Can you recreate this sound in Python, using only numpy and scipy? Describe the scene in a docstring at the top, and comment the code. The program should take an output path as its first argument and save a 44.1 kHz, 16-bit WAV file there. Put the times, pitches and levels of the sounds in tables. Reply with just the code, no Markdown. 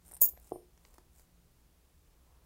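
"""Penny off a coin heap

Fingers slide an old penny off a heap of coins on a carpet, close up in a quiet room. The heap slips
with one bright clink, and its coins stop each other as they settle. The freed penny rings faintly,
the hand bumps the carpet with two clear thuds, and a few handling ticks and rubs follow."""
import sys
import numpy as np
from scipy import signal
from scipy.fft import irfft
from scipy.io import wavfile

SR = 44100
rng = np.random.default_rng(int(sys.argv[2]) if len(sys.argv) > 2 else 0)


def put_to_file(sound):
    """Save the sound as 16-bit audio at rate SR, in the file named by the first command-line argument."""
    columns = np.atleast_2d(sound).T  # one column per channel
    safe = np.clip(columns, -1, 1)
    whole_steps = np.round(safe * 32767)
    wavfile.write(sys.argv[1], SR, whole_steps.astype(np.int16))


N = 108045
T = np.arange(N) / SR

# Modes of the four clinking coins, before each coin's trim: pitch_hz, level_db, t60_s
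COIN_1_MODES = [(6735, -35, .22), (6983, -32, .2), (7120, -41, .15), (14392, -26, .06), (14728, -25, .22),
                (14796, -19, .35), (14987, -26, .12)]
COIN_2_MODES = [(8296, -41, .1), (8534, -34, .12), (11822, -28, .22), (12330, -21, .25), (12440, -32, .3),
                (12685, -32, .3), (12785, -35, .25), (15665, -26, .14)]
COIN_3_MODES = [(12292, -39, .3), (15390, -42, .3), (15462, -29, .35)]
COIN_4_MODES = [(11393, -49, .36), (12236, -43, .36), (12368, -37, .36), (12602, -47, .36),
                (12815, -48, .36)]
# Hard hits inside the heap: start_s, level_db, t60_s
HEAP_HITS = [(.2010, -56, .03), (0.2088, -36, .04), (0.2152, -15.5, .012), (0.2173, -14.5, 0.014),
             (0.2197, -20, .012), (0.2203, -19.5, 0.021), (0.2324, -27.5, .03), (0.2412, -27.5, .03),
             (.2485, -27, .02), (0.2544, -21.5, .04), (.2590, -27.5, .025), (.274, -42.5, .04),
             (0.288, -31, .03), (.2900, -38.5, .035), (.3990, -52, .012)]
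# Their bright tone: freq_hz, gain_db
HEAP_HIT_EQ = [(100, -50.5), (350, -26.5), (700, -25), (1100, -30), (1700, -46), (2700, -37), (3900, -42),
               (5200, -27), (6100, -30.5), (6900, -11.5), (7800, -23), (9200, -12.5), (10000, -16),
               (11200, -15), (12400, -8.5), (13400, -12.5), (14800, -2.5), (16000, -10.5)]
# Modes of the penny: pitch_hz, relative_level_db, t60_s
PENNY_MODES = [(5324, -20, .7), (9265, 0, .32), (12205, -5, .3)]
# Light touches that leave it ringing: start_s, level_db, damped_after_s
PENNY_TAPS = [(.412, -69, 0.048), (.427, -63, 0.0048), (.485, -70, 0.059), (.5268, -58.5, 0.32)]
# Its rim catching as it slides: start_s, level_db
RIM_CATCHES = [(0.061, -54.5), (.0675, -59), (0.07, -56.5), (.080, -49), (0.089, -55), (0.0954, -58.5),
               (.103, -60.5), (0.1184, -43), (.1365, -44), (0.138, -46.5), (.1452, -42), (0.151, -42.5),
               (.167, -48), (0.171, -46), (.174, -51.5)]
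# Their thin, metallic tone: freq_hz, gain_db
RIM_EQ = [(300, -20.5), (800, -7), (1500, -21.5), (4500, -32.5), (5400, -15), (6500, -35), (8000, -3),
          (8800, 1.5), (9250, 9), (9800, -8.5), (11000, -13), (12350, -1.5), (13300, -9.5), (16000, -23.5)]
# Soft blows on the carpet: start_s, relative_level_db
CARPET_BUMPS = [(0.218, -2), (.335, -23.5), (0.5132, -15.5), (0.5196, 8), (0.5587, -3.5), (.9830, -20.5)]
# Their dull tone: freq_hz, gain_db
BUMP_EQ = [(40, -44.5), (80, -37.5), (125, -3), (200, -12.5), (300, -0.5), (450, 3), (750, -2),
           (1050, -13.5), (1500, -40), (3000, -57), (16000, -83.5)]
# Fingernail and handling ticks: start_s, level_db, tilt_db_per_octave, top_hz
FINGER_TICKS = [(.1133, -48.5, -0.5, 16200), (0.115, -52, 7, 16100), (.131, -52, 0.5, 5000),
                (.1665, -48, 4, 14790), (0.369, -51.5, -2.5, 9900), (0.3747, -50, -0.5, 10200),
                (0.7764, -58, 4, 7530), (.8506, -47.5, 2, 6500), (0.941, -55, 1.5, 15000),
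                (0.945, -57, 2, 15000), (0.9823, -47, -0.5, 15000), (0.986, -47, -3, 14270),
                (1.1956, -53, 1.5, 15000), (1.211, -66, -0.5, 11900)]
# Their tone before tilt and roll-off: freq_hz, gain_db
TICK_EQ = [(100, -7.5), (300, -2), (700, -0.5), (1200, -8.5), (1900, -8), (3000, -19.5), (6000, -14.5),
           (10000, -15.5), (16000, -13)]
# Skin sliding on metal: centre_s, half_length_s, level_db
SKIN_RUBS = [(.09, 0.051, -63.5), (.465, 0.049, -63.5), (.89, 0.098, -71.5), (1.185, 0.052, -66.5),
             (2.06, .05, -81.5)]
# Its hissy tone: freq_hz, gain_db
RUB_EQ = [(300, 7.5), (2000, -5.5), (4500, -10.5), (5600, -5), (7800, 5), (10500, 0), (14000, 0),
          (16000, -2)]
# The hand brushing the carpet: centre_s, half_length_s, level_db
CARPET_BRUSHES = [(.12, .04, -75), (.9, 0.11, -74.5), (2.36, 0.21, -75)]
# Its muffled tone: freq_hz, gain_db
BRUSH_EQ = [(100, -10), (400, -5.5), (1000, -3.5), (1800, -17.5), (5000, -26.5), (16000, -47.5)]
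# Reverb decay by band: freq_hz, t60_s
REVERB_DECAY = [(100, 0.33), (400, 0.33), (1000, .22), (4000, 0.22), (12400, 0.18), (14500, 0.14),
                (16000, 0.1)]
# Reverb tone: freq_hz, gain_db
REVERB_EQ = [(100, 4.5), (1000, -0.5), (5000, 4), (7000, -4), (10000, 0), (12500, 0), (13600, -1),
             (14800, -3), (15700, -2.5)]
# Bass-heavy room air: freq_hz, gain_db
AIR_EQ = [(12, -31), (20, -3.5), (65, -4), (77, -0.5), (93, -22), (172, -12.5), (198, -29), (234, -16),
          (270, -25.5), (293, -19.5), (558, -25.5), (1150, -29.5), (1530, -32.5), (3740, -34.5),
          (16000, -35.5)]
# Wavering room hum: pitch_hz, level_db
HUM_TONES = [(59.5, -71), (120, -81), (174, -80.5)]


def heap_clink():
    """Four coins are set ringing, chatter against the heap and settle one after another."""
    clink_s = .2163
    out = np.zeros(N)
    for modes, trim_db, stop_s in [(COIN_1_MODES, -.5, .249), (COIN_2_MODES, 1, .262),
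                                   (COIN_3_MODES, 4, .294), (COIN_4_MODES, -4, .386)]:
        add(out, clink_s, amp(trim_db) * coin_ring(modes, stop_s - clink_s, rise_s=.002, rattle=.5))
    for start_s, level_db, t60_s in HEAP_HITS:
        add(out, start_s, amp(level_db) * contact(HEAP_HIT_EQ, t60_s))
    return out


def sliding_penny():
    """The penny scrapes along, damped by a finger, then rings as it comes free."""
    out = np.zeros(N)
    for start_s, level_db in RIM_CATCHES:
        add(out, start_s, amp(level_db) * contact(RIM_EQ, t60_s=.018))
    for start_s, level_db, damped_after_s in PENNY_TAPS:
        add(out, start_s, amp(level_db) * coin_ring(PENNY_MODES, damped_after_s, rise_s=.00035))
    return out


def coin_ring(modes, damped_after_s, rise_s, rattle=0):
    """A coin rings until something chokes it; rattling against its neighbours roughens each mode."""
    t = T[:SR // 2]
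    tone = np.zeros(len(t))
    for pitch_hz, level_db, t60_s in modes:
        partial = np.exp(2j * np.pi * (pitch_hz * t + rng.random()))
        roughness = 1 + rattle * flutter(width_hz=170, size=len(t))
        tone += amp(level_db) * fade(t, t60_s) * (partial * roughness).real
    attack = np.minimum(t / rise_s, 1)
    choke = fade(t - damped_after_s, t60_s=.014)
    return tone * attack * choke


def contact(eq, t60_s, tilt_db=0, top_hz=SR):
    """One hard touch: a fast-dying cluster of tiny impacts, all of one tone."""
    click = pulse(eq, tilt_db, top_hz)
    impacts = rng.choice([-1., 1.], len(click)) * fade(T[:len(click)], t60_s)
    return signal.fftconvolve(impacts, click / np.linalg.norm(click))


def pulse(eq, tilt_db=0, top_hz=SR):
    """A single sharp-fronted impact, shaped by an EQ, a tilt per octave and a top roll-off."""
    hz = abs(np.fft.fftfreq(4096, 1 / SR))
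    shape_db = curve(eq, hz) + tilt_db * np.log2(hz / 1000 + 1e-2)
    gain = amp(shape_db) / (1 + (hz / top_hz) ** 8)
    minimum_phase = np.exp(np.conj(signal.hilbert(np.log(gain))))
    return np.fft.ifft(minimum_phase).real


def carpet_thuds():
    """Dull pushes on the carpet, each with one near reflection and a faint low ring."""
    boom_hz, echo_s, echo_db = 355, .0027, -7
    push = -amp(-1.5) * pulse(BUMP_EQ)
    boom = amp(-56) * np.sin(2 * np.pi * boom_hz * T) * fade(T, t60_s=.26)
    out = np.zeros(N)
    for start_s, level_db in CARPET_BUMPS:
        add(out, start_s, amp(level_db) * push)
        add(out, start_s + echo_s, amp(level_db + echo_db) * push)
        add(out, start_s, amp(level_db) * boom)
    return out


def handling():
    """Small finger ticks, plus grainy swells of skin on metal and of the hand on the carpet."""
    grain_db = 4.5
    out = np.zeros(N)
    for start_s, level_db, tilt_db, top_hz in FINGER_TICKS:
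        add(out, start_s, amp(level_db) * contact(TICK_EQ, t60_s=.011, tilt_db=tilt_db, top_hz=top_hz))
    for strokes, eq in [(SKIN_RUBS, RUB_EQ), (CARPET_BRUSHES, BRUSH_EQ)]:
        flicker = unit(flutter(width_hz=250, size=N).real)
        grain = unit(amp(grain_db * flicker))
        envelope = sum(amp(level_db) * swell(centre_s, half_s) for centre_s, half_s, level_db in strokes)
        out += grain * noise(eq, N) * envelope
    return out


def room_reverb(send):
    """Tail of a small furnished room: sparse reflections whose treble dies first."""
    size, density, predelay_s = SR // 2, .1, .005
    reflections = rng.choice([-1., 1.], size) * (rng.random(size) < density) * (T[:size] > predelay_s)
    hz, t, bands = signal.stft(reflections, SR, nperseg=128)
    colour = amp(curve(REVERB_EQ, hz))[:, None]
    decay = np.exp(-np.log(1000) * t / curve(REVERB_DECAY, hz)[:, None])
    tail = signal.istft(bands * colour * decay, SR)[1]
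    return signal.fftconvolve(send, tail / np.linalg.norm(tail))[:N]


def room_tone():
    """A bed of air and weak hum, with a low rumble while the hand moves."""
    hum = sum(amp(level_db) * wavering(pitch_hz, width_hz=2.5) for pitch_hz, level_db in HUM_TONES)
    rumble = amp(-60) * wavering(pitch_hz=65, width_hz=9) * swell(centre_s=.33, half_s=.16)
    air = amp(-65.5) * noise(AIR_EQ, N)
    return air + hum + rumble


def wavering(pitch_hz, width_hz):
    """A tone of rms 1 that drifts in level and phase."""
    hz = np.fft.rfftfreq(N, 1 / SR)
    return unit(irfft(random_phases(len(hz)) / (1 + ((hz - pitch_hz) / width_hz) ** 2), N))


def flutter(width_hz, size):
    """A smooth, complex-valued random modulator of rms about 1."""
    hz = np.fft.fftfreq(size, 1 / SR)
    wobble = np.fft.ifft(random_phases(size) / (1 + (hz / width_hz) ** 2))
    return wobble / wobble.std()


def noise(eq, size):
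    """Noise of rms 1 shaped by an EQ."""
    hz = np.fft.rfftfreq(size, 1 / SR)
    return unit(irfft(random_phases(len(hz)) * amp(curve(eq, hz)), size))


def random_phases(size):
    """A flat spectrum with scrambled phase."""
    return np.exp(2j * np.pi * rng.random(size))


def swell(centre_s, half_s):
    """A bell-shaped rise and fall."""
    return np.exp(-((T - centre_s) / half_s) ** 2)


def fade(t, t60_s):
    """Holds until t = 0, then falls 60 dB every t60_s."""
    return np.exp(-np.log(1000) * np.maximum(t, 0) / t60_s)


def curve(points, hz):
    """Reads a table on a log-frequency axis."""
    freq_hz, values = np.transpose(points)
    return np.interp(np.log(hz + 1), np.log(freq_hz + 1), values)


def add(mix, start_s, sound):
    """Drops a sound into the mix on cue."""
    part = mix[round(start_s * SR):][:len(sound)]
    part += sound[:len(part)]


def amp(db):
    """Decibels to gain."""
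    return 10 ** (np.asarray(db) / 20)


def unit(x):
    """Scales to rms 1."""
    return x / np.sqrt(np.mean(x ** 2) + 1e-20)


def scene():
    """A close mono mix with a little reverb, over the room tone."""
    bright = heap_clink() + sliding_penny() + handling()
    dull = carpet_thuds()
    reverb = room_reverb(amp(-13) * bright + amp(-16) * dull)
    return (bright + dull + reverb + room_tone())[None]


def record(dry):
    """The recorder's band limit: a steep high cut."""
    cutoff_hz = 15950
    high_cut = signal.firwin(255, cutoff_hz, window=("kaiser", 8), fs=SR)
    return signal.oaconvolve(dry, high_cut[None], "same")


dry = scene()
out = record(dry)
put_to_file(out)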